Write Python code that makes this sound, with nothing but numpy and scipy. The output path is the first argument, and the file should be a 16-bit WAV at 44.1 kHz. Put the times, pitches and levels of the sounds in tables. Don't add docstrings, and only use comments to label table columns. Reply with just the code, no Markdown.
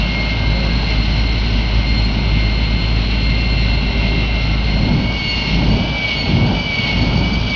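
import sys
import numpy as np
from scipy import signal
from scipy.fft import rfft, irfft, next_fast_len
from scipy.io import wavfile
from scipy.ndimage import map_coordinates

SR = 44100
rng = np.random.default_rng(int(sys.argv[2]) if len(sys.argv) > 2 else 0)


def pcm_store(signal):
    levels = np.round(np.clip(np.atleast_2d(signal), -1, 1) * 32767)
    wavfile.write(sys.argv[1], SR, levels.astype(np.int16).T)


N = 332955
T = np.arange(N) / SR
SHAFT_IDLE_HZ, SHAFT_RISE_HZ = 302.1, 50.33


def gain_of(db):
    return 10 ** (np.asarray(db) / 20)


def unit_rms(x):
    return x / np.sqrt(np.mean(x ** 2) + 1e-20)


def gain_at(spectrum, hz):
    table_hz, db = np.transpose(spectrum)
    return gain_of(np.interp(np.log(hz + 1), np.log(table_hz + 1), db))


def curve(rows):
    return np.interp(T, *np.transpose(rows))


def phase_of(hz):
    return 2 * np.pi * np.cumsum(hz) / SR


def lagged(x, lag_s):
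    pole = np.exp(-1 / (SR * max(lag_s, 1e-3)))
    return signal.lfilter([1 - pole], [1, -pole], x, zi=[pole * x[0]])[0]


def wander(corner_hz):
    size = next_fast_len(N)
    f = np.fft.rfftfreq(size, 1 / SR)
    bins = rfft(rng.standard_normal(size)) / (1 + (f / corner_hz) ** 4)
    return unit_rms(irfft(bins, size)[:N])


def noise(spectrum, band_hz):
    size = next_fast_len(N)
    f = np.fft.rfftfreq(size, 1 / SR)
    bins = rfft(rng.standard_normal(size)) * gain_at(spectrum, f)
    bins /= 1 + (f / (2 * spectrum[-1][0])) ** 4
    in_band = (f > band_hz[0]) & (f < band_hz[1])
    return irfft(bins, size)[:N] / np.std(irfft(bins * in_band, size))


def tone(phase, scatter, scatter_hz):
    steady = np.sqrt(1 - np.clip(scatter, 0, 1) ** 2)
    in_phase = np.sqrt(2) * steady + scatter * wander(scatter_hz)
    quadrature = scatter * wander(scatter_hz)
    return unit_rms(in_phase * np.cos(phase) + quadrature * np.sin(phase))


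def throttle():
    # start/s, length/s, fuel/0-1, extra roar/dB, extra throb/dB
    pushes = [(4.04, .22, 0.04, 3, -0.5), (4.632, 0.57, .653, 2.5, -3), (5.371, .627, 1.0, -.5, 1),
              (6.133, .556, .952, 1.5, -5.5), (6.684, 0.93, .727, 0, -1)]
    controls = np.zeros((3, N))
    for start_s, length_s, *peaks in pushes:
        swell = np.sin(np.pi * np.clip((T - start_s) / length_s, 0, 1)) ** 2
        controls += np.outer(peaks, swell)
    return controls


def engine_state(fuel, delay_s=0.08, inertia_s=0.342):
    drive = np.interp(T - delay_s, T, fuel)
    spool = lagged(drive, inertia_s) + 0.09 * np.exp(-T / inertia_s)
    coast = np.tanh(np.maximum(spool - drive, 0) / 0.3)
    return fuel, spool, coast


def level_db(law, state):
    idle_db, fuel_db, spool_db, coast_db, lag_s = law
    fuel, spool, coast = state
    return idle_db + lagged(fuel_db * fuel + spool_db * spool + coast_db * coast, lag_s)


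def faint_tones():
    # start/s, end/s, f/Hz, level/dB
    tones = [(0.222, 0.524, 1583, -41.5), (.66, 0.947, 1622, -41), (.52, 0.703, 540, -34),
             (2.12, 2.38, 392, -37.5), (3.597, 4.5, 393.5, -37.5), (3.659, 3.995, 1436, -39.5),
             (4.32, 4.75, 1352, -42)]
    out = np.zeros(N)
    for start_s, end_s, hz, db in tones:
        progress = np.clip((T - start_s) / (end_s - start_s), 0, 1)
        swell = np.sqrt(np.maximum(np.sin(np.pi * progress), 0))
        out += gain_of(db) * swell * tone(2 * np.pi * hz * T, scatter=0.44, scatter_hz=hz * 0.011)
    return out


def stand_echoes(x, t60_s=0.33, wet_db=-16, taps_per_s=1500, paths=3):
    t = T[:SR]
    decay = (t > 0.02) * gain_of(-60 * t / t60_s)
    echoes = np.zeros(N)
    for _ in range(paths):
        taps = rng.standard_normal(SR) * (rng.random(SR) < taps_per_s / SR) * decay
        echoes += wander(16) * signal.fftconvolve(x, taps / np.linalg.norm(taps))[:N]
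    return x + gain_of(wet_db) * echoes / np.sqrt(paths)


def intake(state, shaft_hz, gust_db=0.82):
    # f/Hz, level/dB
    hiss_spectrum = [(1300, -34), (1850, -5), (2020, -1.5), (2180, 2.5), (2400, 0), (2600, 0.5), (2800, 4),
                     (3050, 1.5), (3300, -2.5), (3650, -4.5), (4000, -1.5), (4230, -2), (4480, -9.5),
                     (5000, -20.5)]
    rasp_spectrum = [(2000, -26), (3500, -15), (4300, 10), (4650, 4), (4870, 5), (5100, 0.5), (5500, 5)]
    # idle/dB, fuel/dB, spool/dB, coast/dB, lag/s
    hiss_law = (-35.4, -1, 3, 6, 0.16)
    rasp_law = (-43.5, -3, 4, 4.5, 0.3)
    # t/s, level/dB
    hiss_drift = [(0, -1.5), (1.0, -0.8), (4.2, -0.06), (4.75, -1.5), (7.55, -2)]
    rasp_drift = [(0, -1.5), (.9, 0.5), (1.9, 0), (2.3, -1.9), (4.8, -1), (5.4, 2.5), (6.0, -0.6),
                  (7.55, 0.5)]
    hiss_db = level_db(hiss_law, state) + curve(hiss_drift)
    rasp_db = level_db(rasp_law, state) + curve(rasp_drift)
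    position = np.cumsum(shaft_hz / np.median(shaft_hz))
    hiss = map_coordinates(noise(hiss_spectrum, (3050, 3850)), [position], order=3, mode="wrap")
    rasp = map_coordinates(noise(rasp_spectrum, (4750, 5400)), [position], order=3, mode="wrap")
    air = gain_of(hiss_db) * hiss + gain_of(rasp_db) * rasp
    return gain_of(gust_db * wander(9.9)) * air, rasp_db


def blade_whine(state, shaft_hz, rasp_db):
    orders = (7, 9, 14)
    # idle/dB, fuel/dB, spool/dB, coast/dB, lag/s
    laws = [(-33.5, -2.5, 9.5, 0, 0.19), (-36, -2, 4.5, 2.5, 0.02), (-34, -4.5, -8, 2.5, 0.31)]
    # shaft f/Hz, width/Hz, boost/dB
    singing = [(321.5, 6, 9.3), (312, 2.6, 16), (315.3, 5, 9.5)]
    # t/s, level/dB
    fades = [
        [(0, -4), (.18, 9), (.55, 3), (.75, -9), (.9, 0), (1.5, -3.5), (1.9, 3), (2.17, -13.5), (2.4, 3),
         (2.82, 0.5), (3.04, -11), (3.32, 3), (3.85, -3.5), (4.08, 2.5), (4.5, -1.5), (5.28, 3.5), (5.7, -1),
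         (7.55, 3)],
        [(0, 6), (.3, -15), (1.5, -10), (2.1, -15), (2.45, -1.5), (3.0, -4), (3.3, 4.5), (4.35, 4), (4.55, -3),
         (5.1, -1.5), (5.31, 3), (5.47, -3.5), (7.55, -1)],
        [(0, -7.5), (.15, 2.5), (.38, -8), (.6, 1.5), (1.0, 1), (1.75, -3), (1.98, 8.5), (2.17, -5),
         (2.55, 2.5), (3.15, 1.5), (3.55, 3.5), (4.25, -6.5), (4.65, -0.5), (5.2, 1), (5.39, 7), (5.55, -1),
         (6.0, -2.5), (6.9, 0), (7.55, 1.5)],
    ]
    # width/Hz, level over the rasp at its peak/dB
    skirts = [(190, 4.5), (220, 4.5), (220, 2)]
    # t/s, level/dB
    side_level = [(0, -52), (.4, -38.5), (1.0, -41.5), (2.1, -49), (4.1, -41), (4.5, -39), (5.0, -54.5),
                  (7.55, -61)]
    weak_orders = (5, 10, 11, 12, 15, 16, 17)
    weak_levels = [-49, -42, -47, -49, -65.5, -54, -60.5]
    fuel, spool, coast = state
    phase = phase_of(shaft_hz + 0.22 * wander(5.86))
    scatter_per_order = 0.025 + 0.0006 * (shaft_hz - SHAFT_IDLE_HZ)
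    skirt_base_db = rasp_db + 0.37 * (rasp_db - rasp_db.max())
    flutter_db = 0.5 + 7 * spool
    out = np.zeros(N)
    for order, law, sing, fade, (width_hz, skirt_db) in zip(orders, laws, singing, fades, skirts):
        sing_hz, sing_width_hz, sing_db = sing
        db = level_db(law, state) + curve(fade) + flutter_db * wander(9)
        db += sing_db * coast * np.exp(-((shaft_hz - sing_hz) / sing_width_hz) ** 2)
        out += gain_of(db) * tone(order * phase, order * scatter_per_order, scatter_hz=34.5)
        out += gain_of(skirt_base_db + skirt_db) * tone(order * phase, scatter=1, scatter_hz=width_hz / 2)
    out += gain_of(curve(side_level)) * tone(13 * phase, scatter=0.4, scatter_hz=6.6)
    for order, db in zip(weak_orders, weak_levels):
        out += gain_of(db - 10 * fuel) * tone(order * phase, scatter=0.21, scatter_hz=4)
    return out


def burner(state, idle_hz=53.52, rise_hz=3.2, jitter_hz=1.4, skew_rad=0.7, unsteady_db=1.65):
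    # idle/dB, fuel/dB, spool/dB, coast/dB, lag/s (negative acts as 1 ms)
    throb_law = (-16.5, 0, -11.5, -10.5, -0.42)
    # t/s, level/dB
    throb_drift = [(0, 2.5), (.3, -1), (1.2, 0.5), (3.6, -1), (4.7, 0), (6.9, -0.5), (7.55, 4.5)]
    harmonics_db = [3.5, -6.5, -25.5, -26.5]
    _, spool, _ = state
    phase = phase_of(idle_hz + rise_hz * spool + jitter_hz * wander(17))
    pulses = sum(gain_of(db) * np.cos(k * phase - skew_rad) for k, db in enumerate(harmonics_db, 1))
    throb_db = level_db(throb_law, state) + curve(throb_drift) + unsteady_db * wander(14)
    return gain_of(throb_db) * unit_rms(pulses), np.cos(phase)


def exhaust(state, push_db, beat, gust_db=0.66, billow_db=0.36):
    # f/Hz, level/dB
    whoomph_spectrum = [(30, -18.5), (80, -10), (125, 1.5), (165, -1), (205, -2.5), (250, -3.5), (400, -25)]
    roar_spectrum = [(15, -20), (30, -9), (42, -5.5), (60, -8.5), (80, -1.5), (100, 0.5), (150, -1),
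                     (200, -2.5), (238, -3.5), (290, -9.5), (400, -18.5), (500, -26.5), (900, -49)]
    rush_spectrum = [(250, -17.5), (390, 0.5), (450, 0.5), (497, -3.5), (550, 2), (610, 3.5), (670, 1),
                     (760, -0.5), (930, 0), (1100, -13.5), (1500, -15.5), (3000, -33.5)]
    wash_spectrum = [(500, -16.5), (900, -4), (1050, 1.5), (1250, -1), (1450, 0), (1580, 1.5), (1700, -9.5),
                     (2000, -13.5), (3000, -20.5)]
    # idle/dB, fuel/dB, spool/dB, coast/dB, lag/s
    roar_law = (-23.5, 6.5, -4.5, -1, .01)
    rush_law = (-33, 6.5, -4.7, 1.5, 0.07)
    # t/s, level/dB
    rush_drift = [(0, 0.1), (3.2, -2.5), (4.1, -0.1), (5.6, -0.6), (7.1, 1.8), (7.55, -0.5)]
    wash_level = [(0, -35), (1, -37.5), (2, -38.5), (4, -38.5), (5.5, -38.5), (7.55, -36.5)]
    fuel, _, _ = state
    roar_db = level_db(roar_law, state) + push_db + billow_db * wander(4)
    rush_db = level_db(rush_law, state) + curve(rush_drift)
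    roar = gain_of(roar_db) * noise(roar_spectrum, (125, 400)) * (1 + 0.14 * beat)
    rush = gain_of(rush_db) * noise(rush_spectrum, (540, 1000)) * (1 + 0.071 * beat)
    wash = gain_of(curve(wash_level)) * noise(wash_spectrum, (1000, 1700))
    whoomph = gain_of(push_db - 19) * fuel * noise(whoomph_spectrum, (80, 250))
    return roar + whoomph + gain_of(gust_db * wander(22)) * (rush + wash)


def scene():
    fuel, push_roar_db, push_throb_db = throttle()
    state = engine_state(fuel)
    _, spool, _ = state
    shaft_hz = SHAFT_IDLE_HZ + SHAFT_RISE_HZ * spool
    throb, beat = burner(state)
    air, rasp_db = intake(state, shaft_hz)
    whine = stand_echoes(blade_whine(state, shaft_hz, rasp_db))
    jet = exhaust(state, push_roar_db, beat)
    return (faint_tones() + air + whine + gain_of(push_throb_db) * throb + jet)[None]


def record(dry, step=4, cutoff_hz=7060):
    # f/Hz, level/dB
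    smoothing = [(4200, 0), (4800, -3.5), (5150, -1.5), (5512, -3.5), (5900, -9), (6200, -19.5),
                 (6575, -27), (6800, -34.5), (7050, -38.5)]
    size = step * next_fast_len(N // step + SR // 10)
    f = np.fft.rfftfreq(size, 1 / SR)
    narrow = irfft(rfft(dry, size) * (f < SR / step / 2), size)
    sampled = step * narrow * (np.arange(size) % step == 0)
    smooth = irfft(rfft(sampled) * gain_at(smoothing, f), size)
    lowpass = signal.firwin(801, cutoff_hz, window=("kaiser", 9), fs=SR)
    return signal.oaconvolve(smooth, lowpass[None], "same")[:, :N]


dry = scene()
out = record(dry)
pcm_store(out)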